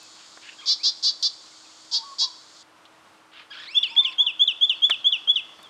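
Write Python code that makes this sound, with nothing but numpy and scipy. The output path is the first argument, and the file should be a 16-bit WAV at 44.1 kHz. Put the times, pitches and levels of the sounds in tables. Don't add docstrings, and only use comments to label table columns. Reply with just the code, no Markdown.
import sys
import numpy as np
from scipy import signal
from scipy.fft import rfft, irfft, next_fast_len
from scipy.io import wavfile
from scipy.ndimage import uniform_filter1d

SR = 44100
rng = np.random.default_rng(int(sys.argv[2]) if len(sys.argv) > 2 else 0)


def magnitude_from_level(level_db):
    exponent = np.asarray(level_db, float) / 20
    return 10 ** exponent


def bounce(signal):
    frames = np.transpose(np.atleast_2d(signal))
    limited = np.clip(frames, -1, 1)
    pcm = np.round(limited * 32767).astype(np.int16)
    wavfile.write(sys.argv[1], SR, pcm)


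N = 250929


def curve(rows):
    s, *columns = np.transpose(rows)
    first, last = int(s[0] * SR), min(int(s[-1] * SR), N)
    t = np.arange(first, last) / SR
    return first, [uniform_filter1d(np.interp(t, s, c), size=90, mode="nearest") for c in columns]


def at_hz(points, hz):
    point_hz, value = np.transpose(points)
    return np.interp(np.log(np.maximum(hz, 1)), np.log(point_hz), value)


def rms_one(x):
    return x / np.sqrt(np.mean(x ** 2) + 1e-20)


def coloured(x, gain_db_at):
    size = next_fast_len(len(x))
    gain = magnitude_from_level(gain_db_at(np.fft.rfftfreq(size, 1 / SR)))
    return rms_one(irfft(rfft(x, size) * gain, size)[:len(x)])


def brighten(x, db, hz):
    highs = signal.sosfilt(signal.butter(2, hz, "high", fs=SR, output="sos"), x)
    return x + (magnitude_from_level(db) - 1) * highs


def drift(count, rate_hz):
    settle = 8000
    r = np.exp(-2 * np.pi * rate_hz / SR)
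    noise = rng.standard_normal(count + settle)
    return rms_one(signal.lfilter([1], [1, -2 * r, r * r], noise)[settle:])


def add(out, first, x, fade_s=0.0024):
    i = np.arange(len(x))
    ramp = np.minimum(i, i[::-1]) / (fade_s * SR)
    out[first:first + len(x)] += x * np.minimum(ramp, 1)


def syrinx(hz, level_at, count, flutter_db, flutter_hz=60):
    phase = 2 * np.pi * np.cumsum(hz) / SR + rng.uniform(0, 2 * np.pi)
    voice = 0
    for k in range(1, count + 1):
        level_db = level_at(k, k * hz) + flutter_db * drift(len(hz), flutter_hz)
        voice = voice + magnitude_from_level(level_db) * np.sin(k * phase + np.pi * k * k / 5)
    return voice


def background():
    # time in seconds, level in dB.
    air_level = [(0.0, -61), (0.89, -61.5), (2.69, -61.5), (3.01, -59.5), (3.33, -61), (3.84, -59.5),
                 (3.96, -60), (5.45, -58.5), (5.69, -57)]
    # frequency in Hz, level in dB per Hz.
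    air_colour = [(18, -52.5), (50, -31), (96, -17.5), (185, -17), (313, -14), (387, -15), (656, -10),
                  (748, -11.5), (1080, -7.5), (1410, -10), (1650, -14), (1880, -15), (2650, -17),
                  (12900, -34), (16400, -46)]
    # frequency in Hz, level in dB rms.
    hum_tones = [(317.6, -68.5)]
    s, db = np.transpose(air_level)
    t = np.arange(N) / SR
    gusts = magnitude_from_level(np.interp(t, s, db) + 4.5 + .5 * drift(N, 6.7))
    out = gusts * coloured(rng.standard_normal(N), lambda f: at_hz(air_colour, f))
    for hz, level_db in hum_tones:
        out += magnitude_from_level(level_db + 2.5 + .7 * drift(N, 5)) * np.sin(2 * np.pi * hz * t)
    return out


def insects():
    # time in seconds, level in dB.
    chorus_level = [(0.0, -56), (0.62, -59), (1.18, -59.5), (1.32, -57.5), (2.13, -58), (2.47, -60.5),
                    (2.61, -57.5), (2.66, -64)]
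    # frequency in Hz, level in dB per Hz.
    chorus_colour = [(1530, -39), (2600, -22), (2940, -4.5), (3290, 2), (3920, 2.5), (4480, 6.5),
                     (6010, -1.5), (6920, 2.5), (8020, -5.5), (9650, -18), (10700, -31), (12000, -48),
                     (15600, -61.5), (22000, -120)]
    stop_s, stop_fade_s = 2.632, 0.0041
    _, (db,) = curve(chorus_level)
    count = len(db)
    throb = magnitude_from_level(0.5 * drift(count, 90) + 0.22 * drift(count, 9.7))
    grains = throb * rng.standard_normal(count)
    stop = np.clip((stop_s - np.arange(count) / SR) / stop_fade_s, 0, 1)
    hiss = magnitude_from_level(db + 6.5) * stop * coloured(grains, lambda f: at_hz(chorus_colour, f))
    return np.pad(hiss, (0, N - count))


def haze():
    # time in seconds, level in dB rms.
    flock_level = [(4.2, -68), (4.6, -62.5), (5.0, -63.5), (5.4, -62), (5.69, -66)]
    out = np.zeros(N)
    first, (db,) = curve(flock_level)
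    twitter = magnitude_from_level(3.6 * drift(len(db), 15)) * rng.standard_normal(len(db))
    band = coloured(twitter, lambda f: -40 * np.log2(np.maximum(f, 1) / 4700) ** 2)
    add(out, first, magnitude_from_level(db) * band)
    return out


def ticks():
    # start in seconds, peak in dB, centre in Hz, width in octaves, 60 dB decay in seconds.
    knocks = [(.031, -41, 11000, .9, .006), (.373, -38, 930, 1.4, .022), (.3735, -42, 1640, 0.41, 0.016),
              (1.029, -59, 11500, .4, .005), (1.2256, -33, 11500, .9, .004),
              (2.853, -41.5, 3400, 0.52, 0.057), (4.897, -19.5, 1340, 2.3, 0.0086),
              (4.8985, -19.5, 1540, 0.97, 0.043), (4.8995, -28.5, 7000, .8, .018),
              (4.9, -18, 1460, 2.14, 0.044), (5.275, -34.5, 630, 2.6, 0.02), (5.588, -53, 9000, 1.2, .006),
              (5.59, -39.5, 560, 3.4, 0.05), (5.629, -38.5, 8900, 1.1, 0.013)]
    out = np.zeros(N)
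    count = 2000
    for s, peak_db, hz, octaves, t60 in knocks:
        burst = rng.standard_normal(count) * magnitude_from_level(-60 * np.arange(count) / SR / t60)
        edges = np.clip(hz * 2 ** (octaves * np.array([-.5, .5])), 50, .45 * SR)
        burst = signal.sosfilt(signal.butter(2, edges, "band", fs=SR, output="sos"), burst)
        add(out, int(s * SR), magnitude_from_level(peak_db) * burst / np.abs(burst).max(), fade_s=0.000067)
    return out


def dove_rows():
    # start in seconds, length in seconds, from Hz, to Hz, level in dB rms.
    coos = [
        (1.914, 0.13, 936, 900, -54),
        (2.025, 0.12, 1130, 1092, -47.5),
        (2.205, 0.033, 933, 926, -49.5),
        (2.221, .078, 1074, 991, -48),
        (3.904, .107, 925, 890, -55),
        (3.994, .143, 1080, 1033, -52.5),
        (4.185, 0.023, 918, 907, -52),
        (4.195, .08, 1024, 966, -50),
    ]
    edge_db, scoop, dip_db, swell_db = -10, 0.927, -3.5, 2.5
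    out = []
    for s, length, a, b, db in coos:
        edge_s = min(.012, length / 3)
        out.append([(s, scoop * a, db + edge_db),
                    (s + edge_s, a, db),
                    (s + length / 2, (a + b) / 2, db + dip_db * length / 0.16),
                    (s + length - edge_s, b, db + swell_db),
                    (s + length, b, db + edge_db)])
    return out


def pipe_rows():
    # start in
    # seconds, length in seconds, from Hz, to Hz, level in dB rms.
    pipes = [(0, 0.071, 2640, 2540, -63.5), (1.454, .028, 3020, 2400, -63), (1.51, .027, 2300, 2000, -65),
             (1.645, 0.021, 2780, 2380, -60), (1.69, .022, 2250, 2050, -67),
             (1.712, 0.032, 2650, 3120, -63.5), (4.035, .016, 5900, 6880, -65),
             (4.053, 0.022, 6900, 5800, -65), (4.753, 0.036, 4500, 4280, -55.5),
             (4.995, .03, 4500, 3600, -57.5), (5.35, 0.18, 2150, 2030, -62.5), (5.57, .09, 4400, 4580, -65),
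             (5.63, .05, 3720, 3090, -50)]
    peak_at, edge_db = 0.41, -4.5
    return [[(s, a, db + edge_db),
             (s + peak_at * length, a + peak_at * (b - a), db),
             (s + length, b, db + edge_db)] for s, length, a, b, db in pipes]


def far_birds():
    out = np.zeros(N)
    for rows in dove_rows() + pipe_rows():
        first, (hz, db) = curve(rows)
        tone = syrinx(hz, lambda k, _: 0, count=1, flutter_db=-0.5)
        add(out, first, magnitude_from_level(db + 6.5) * tone, fade_s=0.0028)
    return out


def warble_rows():
    # start in seconds, first centre in Hz, climb in Hz per turn, swing in Hz, level in dB.
    warbles = [
        (.583, 1162, -4, 126, -45.5),
        (3.503, 1286, 78.5, 211, -43),
    ]
    lead_hz, lead_s, turn_s, edge_db = 1620, .024, .0132, -8.5
    settle = .88
    k = np.arange(8)
    out = []
    for s, hz, climb, swing, db in warbles:
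        turn_hz = hz + climb * k - swing * (-settle) ** k
        turns = np.c_[s + lead_s + .008 + turn_s * k, turn_hz, db - 1.5 * (-1) ** k]
        lead = [(s, lead_hz, db + edge_db), (s + 0.0067, lead_hz, db + .3), (s + lead_s, lead_hz, db)]
        out.append(np.r_[lead, turns, [turns[-1] + [turn_s, -swing, edge_db]]])
    return out


def sweep_rows():
    # start in seconds, length in seconds, from Hz, top Hz, level in dB.
    sweeps = [
        (0.787, 0.075, 1940, 2910, -50.5),
        (3.662, 0.078, 1620, 2790, -44),
        (3.737, .088, 2570, 2880, -42.5),
        (3.87, .075, 2000, 2790, -45.5),
        (4.02, 0.022, 2004, 2580, -45.5),
        (4.03, .089, 1950, 2804, -45.5),
    ]
    # start in seconds, length in seconds, from Hz, level in dB.
    drops = [
        (3.824, 0.033, 2900, -39.5),
        (3.95, 0.014, 2750, -43.5),
        (3.97, .022, 2750, -49.5),
        (4.111, 0.015, 2600, -49.5),
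        (4.12, 0.019, 2750, -46.5),
    ]
    bend, attack_s, start_db, fade_db = 1.2, 0.016, -8.5, -2.5
    drop_to_hz, drop_bend, drop_fade_db = 1250, 1.4, -9
    u = np.linspace(0, 1, num=12)
    rise = (1 - np.exp(-bend * u)) / (1 - np.exp(-bend))
    out = []
    for s, length, low_hz, top_hz, db in sweeps:
        onset_db = start_db * np.maximum(1 - u * length / attack_s, 0)
        out.append(np.c_[s + u * length, low_hz + (top_hz - low_hz) * rise, db + onset_db + fade_db * u ** 2])
    for s, length, hz, db in drops:
        out.append(np.c_[s + u * length, hz + (drop_to_hz - hz) * u ** drop_bend, db + drop_fade_db * u ** 2])
    return out


def chatter_syllables():
    # frequency in Hz, gain in dB.
    chatter_throat = [(1000, -3), (1700, 3.5), (2600, 4.5), (3400, 12.5), (4400, 7.5), (5400, -0.5),
                      (6000, -13), (7500, -8.5), (9000, -20.5), (12000, -27)]
    out = np.zeros(N)
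    for rows in warble_rows() + sweep_rows():
        first, (hz, db) = curve(rows)
        low = np.clip((2100 - hz) / 300, 0, 1)
        hz = hz * (1 + (0.0061 + 0.0084 * low) * drift(len(hz), 80))
        level_at = lambda k, f: at_hz(chatter_throat, f) - (1.5 + 0.69 * low) * k
        voice = syrinx(hz, level_at, count=4, flutter_db=3.5, flutter_hz=35)
        add(out, first, magnitude_from_level(db - 4 * low) * voice)
    return out


def chatter_rasps():
    # start in seconds, length in seconds, peak in dB rms, peak at share, brightness in dB.
    rasps = [
        (.415, 0.13, -43, 0.62, -6),
        (3.315, 0.13, -45, .78, -8),
        (3.5, .18, -42.5, .92, 4.5),
        (.15, 0.13, -53, .7, -11),
    ]
    # frequency in Hz, level in dB per Hz.
    rasp_throats = [
        [(700, -34), (1500, -6.5), (1950, -6), (2300, -5), (2800, 1), (3400, -7.5), (5300, -23), (6500, -32),
         (12000, -67)],
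        [(700, -24), (1200, -2.5), (1600, -1.5), (1950, -3.5), (2500, 0), (3200, 0.5), (4200, -4.5),
         (5300, -12.5), (5900, -23.5), (8000, -30), (12000, -69)],
    ]
    attack, shape_db = 0.11, np.array([-14, -5, 0, -15.5])
    out = np.zeros(N)
    for i, (s, length, peak_db, at, top_db) in enumerate(rasps):
        throat = rasp_throats[min(i, 1)]
        first, (db,) = curve(np.c_[s + length * np.array([0, attack, at, 1]), peak_db + shape_db])
        puffs = magnitude_from_level(2.5 * drift(len(db), 120)) * rng.standard_normal(len(db))
        breath = coloured(puffs, lambda f: at_hz(throat, f))
        add(out, first, magnitude_from_level(db) * brighten(breath, top_db, hz=3600))
    return out


def chatterer():
    return chatter_syllables() + chatter_rasps()


def squawk_rows(s, length, db, attack, top_db):
    slack_hz, end_hz = 507.7, 547
    tense_hz = 572.2 + 11 * (db + 19)
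    tense_at, hold_to = .42, 0.76
    caught_db = db - 3.5
    bright_db, dull_db = 5.5, -12.5
    return [(s, slack_hz, caught_db - 13 * min(attack / 0.016, 1), top_db),
            (s + attack, slack_hz, caught_db, top_db + bright_db),
            (s + tense_at * length, tense_hz, db, top_db + .3 * bright_db),
            (s + hold_to * length, tense_hz + 22, db - 1.5, top_db + dull_db),
            (s + length, end_hz, db - 19, top_db + .7 * dull_db)]


def squawker():
    # start in seconds, length in seconds, peak in dB rms, attack in seconds, brightness in dB.
    squawks = [
        (.658, 0.094, -18.5, .024, -2.5),
        (.832, 0.078, -18.5, .011, -1.5),
        (1.026, 0.091, -19, .014, 1),
        (1.2256, 0.061, -19.5, 0.00041, 0),
        (1.913, .083, -21, .022, 3.5),
        (2.184, 0.081, -20, .014, 2.5),
    ]
    # frequency in Hz, gain in dB.
    squawk_throat = [(500, -44), (1050, -31), (1620, -33.5), (2330, -38), (2900, -28), (3300, -8),
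                     (3800, -3.5), (4680, 3), (5300, -3), (6000, -14.5), (6800, -20.5), (9000, -45),
                     (10200, -55.5), (12000, -95.5)]
    roughness = [(0, .9), (.2, .6), (.45, .36), (.75, .38), (1, .7)]
    out = np.zeros(N)
    for squawk in squawks:
        first, (hz, db, top_db) = curve(squawk_rows(*squawk))
        rough = np.interp(np.linspace(0, 1, len(hz)), *np.transpose(roughness))
        hz = hz * (1 + .03 * np.sqrt(rough) * drift(len(hz), 80))
        voiced = rms_one(syrinx(hz, lambda k, f: at_hz(squawk_throat, f), count=18, flutter_db=2.2))
        breath = coloured(rng.standard_normal(len(hz)), lambda f: at_hz(squawk_throat, f))
        breath = brighten(breath, 5, hz=5600)
        call = brighten(np.sqrt(1 - rough ** 2) * voiced + rough * breath, top_db, hz=5560)
        power = uniform_filter1d(uniform_filter1d(call ** 2, size=130), size=130)
        add(out, first, magnitude_from_level(db + 0.25) * call / np.sqrt(power), fade_s=0.00068)
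    return out


def whistler():
    # share of the note, pitch against top pitch, level in dB.
    rise_shape = [(0, .915, -23.5), (.08, .925, -10.5), (.25, 0.93, -8), (.43, 0.97, -1), (.68, 1, -1.5),
                  (.84, .996, -6), (.94, 0.96, -9.5), (1, .93, -25.5)]
    flick_shape = [(0, 1.17, -27.5), (.08, 1.06, -5), (.13, 1, 1), (.22, .92, -5.5), (.38, .86, -6.5),
                   (.6, .8, -12.5), (.8, .76, -17), (1, 0.722, -23.5)]
    # start in seconds, length in seconds, pitch in Hz, peak in dB, lean of the peak -1 to 1.
    rise_notes = [(3.744, 0.048, 3500, -9, 0.91), (3.963, .052, 3577, -8, -0.37),
                  (4.181, 0.053, 3494, -10, -0.22), (4.393, 0.055, 3498, -9, -0.1),
                  (4.609, 0.052, 3497, -9.5, -0.11), (4.819, .054, 3480, -9.5, -0.16),
                  (5.042, 0.054, 3471, -10, 0.074), (5.272, 0.049, 3444, -9.5, 0.35)]
    flick_notes = [(3.827, 0.05, 3440, -14, .05), (4.043, 0.058, 3446, -15.5, 0.25),
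                   (4.262, 0.052, 3384, -13, .05), (4.473, 0.051, 3498, -11, .05),
                   (4.692, 0.045, 3470, -10.5, .05), (4.904, .048, 3445, -11, .05),
                   (5.12, 0.052, 3402, -12, .05), (5.355, 0.049, 3437, -13, .05)]
    # frequency in Hz, level in dB below the peak.
    overtones = [(5000, -43.5), (6500, -37.5), (7100, -45), (7500, -53), (8000, -45), (9000, -62.5),
                 (10500, -69)]
    out = np.zeros(N)
    for shape, notes in ((rise_shape, rise_notes), (flick_shape, flick_notes)):
        share, pitch, db = np.transpose(shape)
        for s, length, hz, peak_db, lean in notes:
            first, (note_hz, u) = curve(np.c_[s + share * length, pitch * hz, share])
            swell_db = np.interp(u - lean * u * (1 - u), share, db)

            def level_at(k, f):
                if k == 1:
                    return swell_db
                return 0.37 * swell_db + 4.3 * drift(len(f), 40) + at_hz(overtones, f)

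            add(out, first, magnitude_from_level(peak_db) * syrinx(note_hz, level_at, count=3, flutter_db=.3))
    return out


def woodland(x):
    # level in dB, 60 dB decay in seconds, delay in seconds.
    scatter = [
        (-19, .14, .016),
        (-19, .7, .035),
    ]
    t, echoes = np.arange(SR) / SR, 0
    for level_db, t60, delay in scatter:
        tail = rng.standard_normal(SR) * magnitude_from_level(-60 * (t - delay) / t60) * np.clip(t / delay - .5, 0, 1)
        echoes = echoes + magnitude_from_level(level_db) * tail / np.sqrt(np.sum(tail ** 2))
    echoes[int(.033 * SR)] += magnitude_from_level(-17)
    echoes[int(.0065 * SR)] += magnitude_from_level(-12.5)
    echoes = signal.sosfilt(signal.butter(1, 7000, fs=SR, output="sos"), echoes)
    return signal.fftconvolve(x, echoes)[:N]


def scene():
    near = whistler() + squawker()
    far = chatterer() + far_birds()
    birds = near + magnitude_from_level(-2) * far + woodland(near + magnitude_from_level(2.5) * far)
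    return (birds + haze() + ticks() + insects() + background())[None]


def low_pass(x):
    return signal.sosfilt(signal.butter(12, 16500, fs=SR, output="sos"), x)


def record(dry):
    # frequency in Hz, gain in dB.
    microphone = [(20, -4), (60, 1), (9000, 0.5), (12000, -4.5), (15000, -7), (15700, -7.5), (16500, -19.5)]
    size = next_fast_len(N)
    gain = magnitude_from_level(at_hz(microphone, np.fft.rfftfreq(size, 1 / SR)))
    heard = irfft(rfft(dry, size) * gain, size)[:, :N]
    return low_pass(heard)


dry = scene()
out = record(dry)
bounce(out)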